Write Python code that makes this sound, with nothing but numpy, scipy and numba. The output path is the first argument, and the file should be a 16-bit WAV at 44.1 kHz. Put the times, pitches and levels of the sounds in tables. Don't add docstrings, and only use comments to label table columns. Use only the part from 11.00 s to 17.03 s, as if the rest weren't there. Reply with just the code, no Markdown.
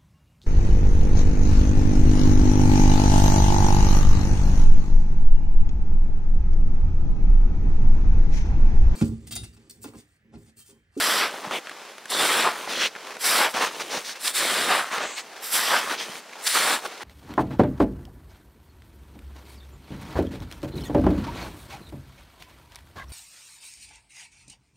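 import sys
import numpy as np
from scipy import signal
from scipy.fft import rfft, irfft, next_fast_len
from scipy.io import wavfile
from scipy.ndimage import uniform_filter1d, map_coordinates
from numba import njit

SR = 44100
rng = np.random.default_rng(int(sys.argv[2]) if len(sys.argv) > 2 else 0)


def wav_record(signal):
    frames = np.transpose(np.atleast_2d(signal))
    bounded = np.clip(frames, -1, 1)
    quanta = np.round(bounded * 32767).astype(np.int16)
    wavfile.write(sys.argv[1], SR, quanta)


N = 266143
TIME = np.arange(N) / SR


def amp(db):
    return 10 ** (np.asarray(db) / 20)


def unit(x):
    return x / np.sqrt(np.mean(x ** 2) + 1e-20)


def noise(length):
    return rng.standard_normal((2, length))


def curves(rows):
    s, *columns = np.transpose(rows)
    return [np.interp(TIME, s, column) for column in columns]


def wobble(rate):
    knots = rng.standard_normal(int(N * rate / SR) + 4)
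    return map_coordinates(knots, [TIME * rate])


def filtered(x, response):
    m = next_fast_len(N + SR // 2)
    return irfft(rfft(x, m) * response(np.fft.rfftfreq(m, 1 / SR)), m)[..., :N]


def coloured(x, spectrum):
    f, db = np.transpose(spectrum)
    return filtered(x, lambda hz: amp(np.interp(np.log(hz + 1), np.log(f), db)))


@njit
def resonate(x, step, damping):
    y = np.zeros_like(x)
    for c in range(x.shape[0]):
        speed = place = 0.0
        for i in range(x.shape[1]):
            g = step[i]
            v = (speed + g * (x[c, i] - place)) / (1 + g * (g + damping))
            speed = 2 * v - speed
            place += 2 * g * v
            y[c, i] = v / np.sqrt(g)
    return y


def ringing(x, hz, damping):
    step = np.tan(np.pi * hz / SR) * np.ones(x.shape[1])
    return unit(resonate(np.ascontiguousarray(x), step, damping))


def fractures(level_db, rate, clump_db):
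    load = amp(level_db - level_db.max()) ** .7
    chance = np.clip(rate / SR * load, 1e-4, 1)
    snaps = (rng.random(N) < chance) * noise(N) / np.sqrt(chance)
    clumps = wobble(260) + 0.41 * wobble(60)
    return unit(snaps * amp(clump_db * clumps))


def patchy(x, depth_db):
    z = signal.stft(x, nperseg=512)[2]
    smoothing = np.outer(np.hanning(7), np.hanning(19))
    field = signal.fftconvolve(rng.standard_normal(z.shape[1:]), smoothing, "same")
    return unit(signal.istft(z * amp(depth_db * unit(field)), nperseg=512)[1][:, :N])


def swell(t, start, length, attack_s, release_s):
    rise = np.logaddexp(0, (start - t) / attack_s)
    fall = np.logaddexp(0, (t - start - length) / release_s)
    return np.exp(-rise - fall)


# start in seconds, length in seconds, basic level in dB,
# extra weight on the sole in dB, extra crust in dB, starting pitch of the packing snow in Hz.
LANDING_STROKES = [(-.02, 0.23, -25, -2.5, -1, 1370), (1.187, 0.24, -26, 1.5, 0.27, 1430),
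                   (2.27, 0.18, -24.5, -1.5, 1.1, 1380), (3.39, 0.3, -27.5, 2, -0.86, 1520),
                   (4.535, 0.27, -28.5, -5.5, -0.64, 1420), (5.54, 0.22, -26, -4, 0.07, 1340)]
PRESS_STROKES = [(.19, 0.086, -23.5, -2.5, -1, 1500), (.275, 0.16, -41.5, 4.5, 5.5, 960),
                 (.425, 0.076, -40.5, 9, 1, 940), (.51, 0.062, -33.5, 5.5, 2, 1011),
                 (1.438, 0.047, -21.5, 5, 1.5, 1090), (1.51, 0.16, -39, 3.5, 7, 1250),
                 (2.395, 0.085, -23, -2, -19, 1052), (2.55, .054, -26.5, 1.5, 1.5, 1100),
                 (2.605, 0.059, -24, -0.5, 2, 1220), (3.685, 0.078, -20.5, 0, 2, 1160),
                 (3.75, 0.069, -25.5, -2.5, 5, 1240), (3.8, 0.098, -36, -5, 4, 1290),
                 (3.915, .07, -29.5, -4, 2, 1240), (3.99, 0.081, -31, -1, -6, 1210),
                 (4.702, 0.092, -23.5, -0.5, -7, 1110), (4.79, 0.14, -35.5, -2.5, 7, 1340),
                 (4.9, 0.049, -27.5, -0.5, 2, 1310), (5.66, 0.11, -30, 2.5, 7, 1190),
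                 (5.825, 0.053, -39.5, 7, 8.5, 1060), (5.915, 0.016, -40, 1, 2.5, 1300),
                 (6.005, 0.047, -38, 2.5, 0, 1230)]
PUSH_STROKES = [(.53, 0.062, -40.5, 4, 3, 1110), (1.385, 0.059, -25, -16, -5.5, 1500),
                (1.685, 0.064, -32, 0.5, -2.5, 1430), (1.75, 0.039, -30.5, 3.5, -4, 1400),
                (1.79, 0.084, -26.5, -4, -5, 1800), (2.7, .2, -42.5, 4.5, 1, 1050),
                (2.62, 0.074, -35.5, -5.5, -2, 1300), (2.8, 0.024, -36, 6, 0.5, 1000),
                (2.905, 0.091, -34, 2.5, -0.5, 1030), (2.99, 0.036, -42, 0, 6, 1200),
                (3.04, .088, -41, -8.5, 4.5, 1690), (3.148, 0.031, -41, -14, -2, 1860),
                (4.06, 0.085, -41.5, -2, -8, 1260), (4.172, .03, -31, -11, -5, 1560),
                (4.995, 0.042, -32, -1.5, -2, 1300), (5.035, 0.031, -36.5, -2.5, -1, 1300),
                (5.06, 0.14, -44, 3.5, 3, 1430), (5.72, 0.038, -30.5, -4, 6, 1300)]
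SKIM_STROKES = [(1.104, 0.11, -32, 9, -1.5, 1200), (2.21, 0.028, -33.5, 0, 3.5, 1480),
                (2.246, 0.032, -23.5, -1, 3, 1260), (2.48, .05, -47, 0, 5.5, 1100),
                (3.208, 0.032, -42.5, -4, 7.5, 1420), (3.242, 0.064, -31.5, 0, 3.5, 1460),
                (3.348, 0.062, -29, 1, 3.5, 1850), (4.428, 0.1, -42, -0.5, 4.5, 1500),
                (4.522, 0.066, -32, 1.5, 8.5, 1400), (5.398, 0.034, -54, -2.5, 6, 1300),
                (5.438, 0.022, -39.5, 4, 9.5, 1650), (5.458, 0.13, -32, -7.5, 3, 1660)]
# sole, packing, grinding and crust in dB, added to the basic level.
SKIM_LOAD, LANDING_LOAD = (-15.5, 0, 3.5, 0.5), (-13, -0.5, 0, -2)
PRESS_LOAD, PUSH_LOAD = (-12.5, 0.5, -4.5, -13.5), (-11, -2, -0.5, -7)
SKIM_SHAPE, LANDING_SHAPE = (0.0073, 0.014, 3820), (.008, .018, 3420)
PRESS_SHAPE, PUSH_SHAPE = (0.0081, .014, 3040), (0.011, .008, 3100)
SINK_DB = (3, 1, 0, -2.5)
PACKING_HZ, CRUST_HZ = 1370, 8750
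SAG_OCTAVES_PER_S = 0.28
PITCH_COUPLING = 0.14
TRICKLE_DB, TRICKLE_S = -19, .06


def strokes():
    t = TIME[::64]
    power, pitch = np.zeros((4, len(t))), np.zeros((3, len(t)))
    kinds = [(SKIM_STROKES, SKIM_LOAD, SKIM_SHAPE, False),
             (LANDING_STROKES, LANDING_LOAD, LANDING_SHAPE, True),
             (PRESS_STROKES, PRESS_LOAD, PRESS_SHAPE, False),
             (PUSH_STROKES, PUSH_LOAD, PUSH_SHAPE, False)]
    for rows, load, (attack_s, release_s, grinding_hz), sinks in kinds:
        for start, length, db, sole_db, crust_db, packing_hz in rows:
            age = np.clip(t - start, 0, length)
            layer_db = db + np.add(load, [sole_db, 0, 0, crust_db])[:, None]
            layer_db = layer_db + sinks * np.outer(SINK_DB, age / length)
            tread = swell(t, start, length, attack_s, release_s)
            trickle = amp(TRICKLE_DB) * swell(t, start + length, 0, attack_s, TRICKLE_S)
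            stroke = amp(layer_db) ** 2 * (tread ** 2 + trickle ** 2) + 1e-12
            grains_hz = grinding_hz * (packing_hz / PACKING_HZ) ** PITCH_COUPLING
            sag = 2 ** (-SAG_OCTAVES_PER_S * age)
            power += stroke
            pitch += stroke[1:] * np.outer([packing_hz, grains_hz, CRUST_HZ], sag)
    level_db = 10 * np.log10(power.T)
    mean_pitch = (pitch / power[1:]).T
    return curves(np.c_[t, level_db, mean_pitch])


# frequency in Hz, relative gain in dB.
SOLE_TONE = [(25, -42), (60, -31), (100, -22), (150, -8.5), (220, -1.5), (330, 1.5), (480, 4.5), (650, 1),
             (1000, -9), (2500, -52)]
PACKING_TONE = [(200, -42), (420, -7.5), (620, -0.5), (1000, -1.5), (1600, -1.5), (2100, -3), (2700, -9.5),
                (4500, -5), (9000, -60)]
GRINDING_TONE = [(900, -50), (1800, 2), (2400, -1), (2950, -3.5), (3600, -2.5), (5200, -2), (6100, 1),
                 (6700, -1.5), (8000, -5), (14000, -40)]
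CRYSTAL_TONE = [(300, -23), (900, -2), (1800, -0.5), (3500, -1.5), (6000, -6), (11000, -12), (15500, -18)]
CRUST_TONE = [(3000, -2), (5800, -1), (6700, -0.5), (7300, -1.5), (8800, -3), (9900, -5.5), (11000, -2),
              (12300, -3.5), (13300, -5.5), (14600, 1.5), (15800, -5)]
CRYSTAL_DB = -12.5


def footsteps():
    weight_db, packing_db, grinding_db, crust_db, packing_hz, grinding_hz, crust_hz = strokes()
    sole = unit(coloured(fractures(weight_db, rate=6000, clump_db=1.5), SOLE_TONE))
    slips = ringing(fractures(packing_db, rate=9000, clump_db=0.2), packing_hz, damping=0.76)
    packing = patchy(coloured(slips, PACKING_TONE), depth_db=1.25)
    rubs = ringing(fractures(grinding_db, rate=26000, clump_db=-0.28), grinding_hz, damping=0.61)
    grinding = patchy(coloured(rubs, GRINDING_TONE), depth_db=2.0)
    crystals = unit(coloured(fractures(grinding_db, rate=350, clump_db=1.5), CRYSTAL_TONE))
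    grinding = grinding + amp(CRYSTAL_DB) * crystals
    shards = ringing(fractures(crust_db, rate=60000, clump_db=0.8), crust_hz, damping=0.83)
    crust = patchy(coloured(shards, CRUST_TONE), depth_db=0.5)
    low = amp(weight_db + 2) * sole + amp(packing_db) * packing
    return low + amp(grinding_db) * grinding + amp(crust_db) * crust


# start in seconds, length in seconds, level in dB.
LEG_SWINGS = [(0.632, .3, -44), (1.967, 0.16, -40.5), (2.07, 0.11, -39.5), (3.14, .07, -49),
              (4.232, .11, -49), (4.341, .12, -41.5), (5.32, 0.13, -42.5), (5.84, 0.16, -42)]
# frequency in Hz, relative gain in dB.
CLOTH_TONE = [(24, -81), (40, -49), (294, -15), (417, -5.5), (859, -6.5), (1730, -8.5), (1910, -12),
              (2060, -9.5), (5300, -17.5), (15500, -36)]
SWING_ATTACK_S, SWING_RELEASE_S = 0.019, 0.012
RUSTLE_DB = -55


def clothes():
    swings = [amp(db) * swell(TIME, start, length, SWING_ATTACK_S, SWING_RELEASE_S)
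              for start, length, db in LEG_SWINGS]
    level_db = 10 * np.log10(amp(RUSTLE_DB) ** 2 + np.sum(np.square(swings), axis=0))
    catches = fractures(level_db, rate=16000, clump_db=1.8)
    return amp(level_db) * patchy(coloured(catches, CLOTH_TONE), depth_db=1.0)


# frequency in Hz, relative gain in dB.
FOREST_TONE = [(25, -28), (90, -25), (200, -4), (420, 1.5), (900, 0.5), (2200, -2.5), (5700, -9),
               (15500, -25)]


def forest():
    return amp(-47.0) * unit(coloured(noise(N), FOREST_TONE))


# start in seconds, level in dB before the tone below, pitch in Hz,
# brightness (strength of the crack) in dB before a fixed small lift.
TWIGS_AND_CRUMBS = [(0.341, -26, 795, -18.5), (0.5105, -17.5, 870, -17.5), (0.6712, -26.5, 1510, -28.5),
                    (0.695, -28, 1800, -2), (0.715, -29.5, 1300, -11), (0.9816, -32.5, 1500, -3),
                    (1.056, -28, 1550, -3), (1.542, -30, 990, -15), (1.675, -24.5, 900, -17),
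                    (1.952, -29, 1440, -24), (1.962, -25.5, 1450, -19), (2.1678, -29, 1440, -2),
                    (3.0938, -22.5, 1920, -24), (3.9286, -23, 955, -15), (3.9817, -15.5, 1410, -20.5),
                    (5.154, -26, 1620, -24), (5.295, -35, 1500, -21), (5.327, -33, 1730, -17),
                    (5.333, -31.5, 2300, -26.5)]
# frequency in Hz, gain in dB.
KNOCK_TONE = [(40, -30), (150, -1), (400, 2.5), (9000, -4.5), (15000, -24)]


def ticks():
    out, t = np.zeros((2, N)), TIME[:SR // 16]
    for s, db, hz, bright_db in TWIGS_AND_CRUMBS:
        crack = noise(len(t)) * amp(-60 * t / 0.019)
        knock = np.sin(2 * np.pi * hz * t) * amp(-60 * t / .008)
        scatter = ringing(noise(len(t)), hz, damping=.6) * amp(-60 * t / .028)
        tick = 0.89 * knock + 0.55 * scatter + amp(bright_db + 0.5) * crack
        out[:, round(s * SR):][:, :len(t)] += amp(db) * tick
    return coloured(out, KNOCK_TONE)


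# start in seconds, length in seconds before the fade,
# level in dB before a fixed trim, pitch in Hz.
CRUST_BREAKS = [(0.444, 0.036, -37, 900), (1.1, 0.012, -28.5, 7450), (1.189, 0.068, -23, 770),
                (1.485, 0.036, -26.5, 950), (2.538, 0.013, -28, 1160), (2.796, 0.029, -31.5, 1270),
                (3.273, 0.0077, -18.5, 4400), (3.688, 0.03, -36, 1200), (5.466, 0.014, -17.5, 4400),
                (5.549, 0.03, -20, 1110), (5.849, 0.017, -29, 1020)]


def breaks():
    out, t = np.zeros((2, N)), TIME[:SR // 10]
    for s, length, db, hz in CRUST_BREAKS:
        fade = amp(-60 * np.maximum(t - length, 0) / 0.0066)
        shape = (1 - np.exp(-t / 0.0013)) * fade
        burst = ringing(noise(len(t)), hz, damping=0.93)
        out[:, round(s * SR):][:, :len(t)] += amp(db - 2.5) * shape * burst
    return coloured(out, [(60, -14), (220, 0)])


# start in seconds, level in dB before a fixed lift, pitch in Hz.
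SETTLING_THUMPS = [(0.471, -37.5, 191), (1.185, -39, 301.5), (1.768, -39, 255), (2.541, -40, 230),
                   (2.97, -42, 180.3), (3.68, -35, 280), (4.534, -43.5, 236), (4.745, -49, 230),
                   (4.912, -37, 280), (5.093, -41, 205), (5.549, -42, 276)]


def thumps():
    out, t = np.zeros(N), TIME[:SR // 8]
    shape = (1 - np.exp(-t / 0.0031)) ** 2 * amp(-60 * t / 0.032)
    for s, db, hz in SETTLING_THUMPS:
        push = np.sin(2 * np.pi * hz * t) * shape
        out[round(s * SR):][:len(t)] += amp(db + 17.0) * push
    return out


# start in seconds, end in seconds,
# level in dB before a fixed trim, lowest frequency in Hz, highest frequency in Hz.
SNOW_SCUFFS = [(0.508, 0.6, -31.5, 2100, 3590), (1.799, 1.882, -25.5, 2500, 3520),
               (1.796, 1.89, -36, 3800, 7000), (2.799, 2.83, -34.5, 3460, 6540),
               (2.892, 2.996, -33.5, 3560, 6670), (3.039, 3.148, -36, 3450, 6660),
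               (3.989, 4.246, -39.5, 6240, 8320), (4.406, 4.568, -38, 11700, 15000),
               (4.97, 5.013, -34, 2250, 6140), (5.102, 5.214, -51.5, 2460, 6060)]


def scuffs():
    out = np.zeros((2, N))
    for start, end, db, low_hz, high_hz in SNOW_SCUFFS:
        stroke = signal.windows.tukey(round((end - start) * SR), .45)
        band = signal.butter(5, [low_hz, high_hz], "bandpass", fs=SR, output="sos")
        rasp = unit(signal.sosfilt(band, noise(len(stroke))))
        out[:, round(start * SR):][:, :len(stroke)] += amp(db - 3.5) * stroke * rasp
    return out


def during(spans):
    inside = sum((TIME >= start) & (TIME < end) for start, end in spans)
    return uniform_filter1d(inside.astype(float), size=SR // 50)


BALANCE_FROM_HZ = 7000


def left_and_right(pair, place):
    hz, colour_db, side_db, balance_db = np.transpose(place)
    mid = coloured(pair[0], np.c_[hz, colour_db])
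    side = coloured(pair[1], np.c_[hz, colour_db + side_db])
    lean_db = balance_db * (hz > BALANCE_FROM_HZ) / 2
    left = coloured(mid + side, np.c_[hz, lean_db])
    right = coloured(mid - side, np.c_[hz, -lean_db])
    return np.array([left, right])


# start in seconds, end in seconds.
RIGHT_BOOT_AHEAD = [(-.1, .3), (2.19, 2.51), (4.4, 4.82)]
LEFT_BOOT_AHEAD = [(1.08, 1.52), (3.2, 3.87), (5.42, 5.8)]
# frequency in Hz, colour in dB, side against mid in dB, left minus right in dB (used only above
# BALANCE_FROM_HZ).
RIGHT_PLACE = [(100, 0.5, -32, 0), (1300, -1, -77, 0), (3400, 0.5, -77, 0), (4230, -2, -57, 0),
               (5100, 3, -21, 0), (6800, -8.5, -5, 0), (7450, 1, -11, -0.5), (9000, -0.5, -4, 5),
               (10100, -1.5, 3, -4), (10950, 3, -6, -7.5), (12000, 0.5, -8, -2), (13400, 1, -11, -1),
               (15000, -0.5, -10, 0)]
LEFT_PLACE = [(100, -0.5, -26, 0), (1300, 0, -78, 0), (3440, 1, -79, 0), (4780, -0.5, -30, 0),
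              (5170, -0.5, -12.5, 0), (6350, -6, -5, 0), (6800, -11, -3, 0), (7000, -1, -11, 1),
              (9600, 3, -10, 1), (10700, -1, -5, -8.5), (12500, -4, -2, 1), (14600, -1, -4, 5),
              (15500, -3, -3, 1)]
BEHIND_PLACE = [(100, 2, -29, 0), (400, 3.5, -50, 0), (1310, 0.5, -85, 0), (2400, 2.5, -29, 0),
                (4180, 1.5, -18, 0), (6600, 1, -10, 0), (7550, -2, -2, 3), (9000, 3, -3, 1.5),
                (11000, -1.5, -1, -3), (13000, -1, -3, 0), (14600, -2, -3, 1), (15600, 4, -2, 1)]
AROUND_PLACE = [(30, 0, -10, 0), (110, 0, -20, 0), (400, 0, -24, 0), (1340, 0, -36.5, 0), (2500, 0, -44, 0),
                (4400, 0, -9.5, 0), (7000, 0, -2.5, 0), (9900, 0, 4.5, 0), (15000, 0, -2, 0)]


def scene():
    crunch = footsteps() + breaks()
    right, left = during(RIGHT_BOOT_AHEAD), during(LEFT_BOOT_AHEAD)
    ahead = left_and_right(crunch * right, RIGHT_PLACE) + left_and_right(crunch * left, LEFT_PLACE)
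    behind = left_and_right(crunch * (1 - right - left) + scuffs() + ticks(), BEHIND_PLACE)
    around = left_and_right(clothes() + forest(), AROUND_PLACE)
    return ahead + behind + thumps() + around


def record(dry):
    low_cut_hz, top_hz = 70, 15780
    return filtered(dry, lambda hz: hz / np.hypot(hz, low_cut_hz) * (hz < top_hz))


dry = scene()
out = record(dry)
wav_record(out)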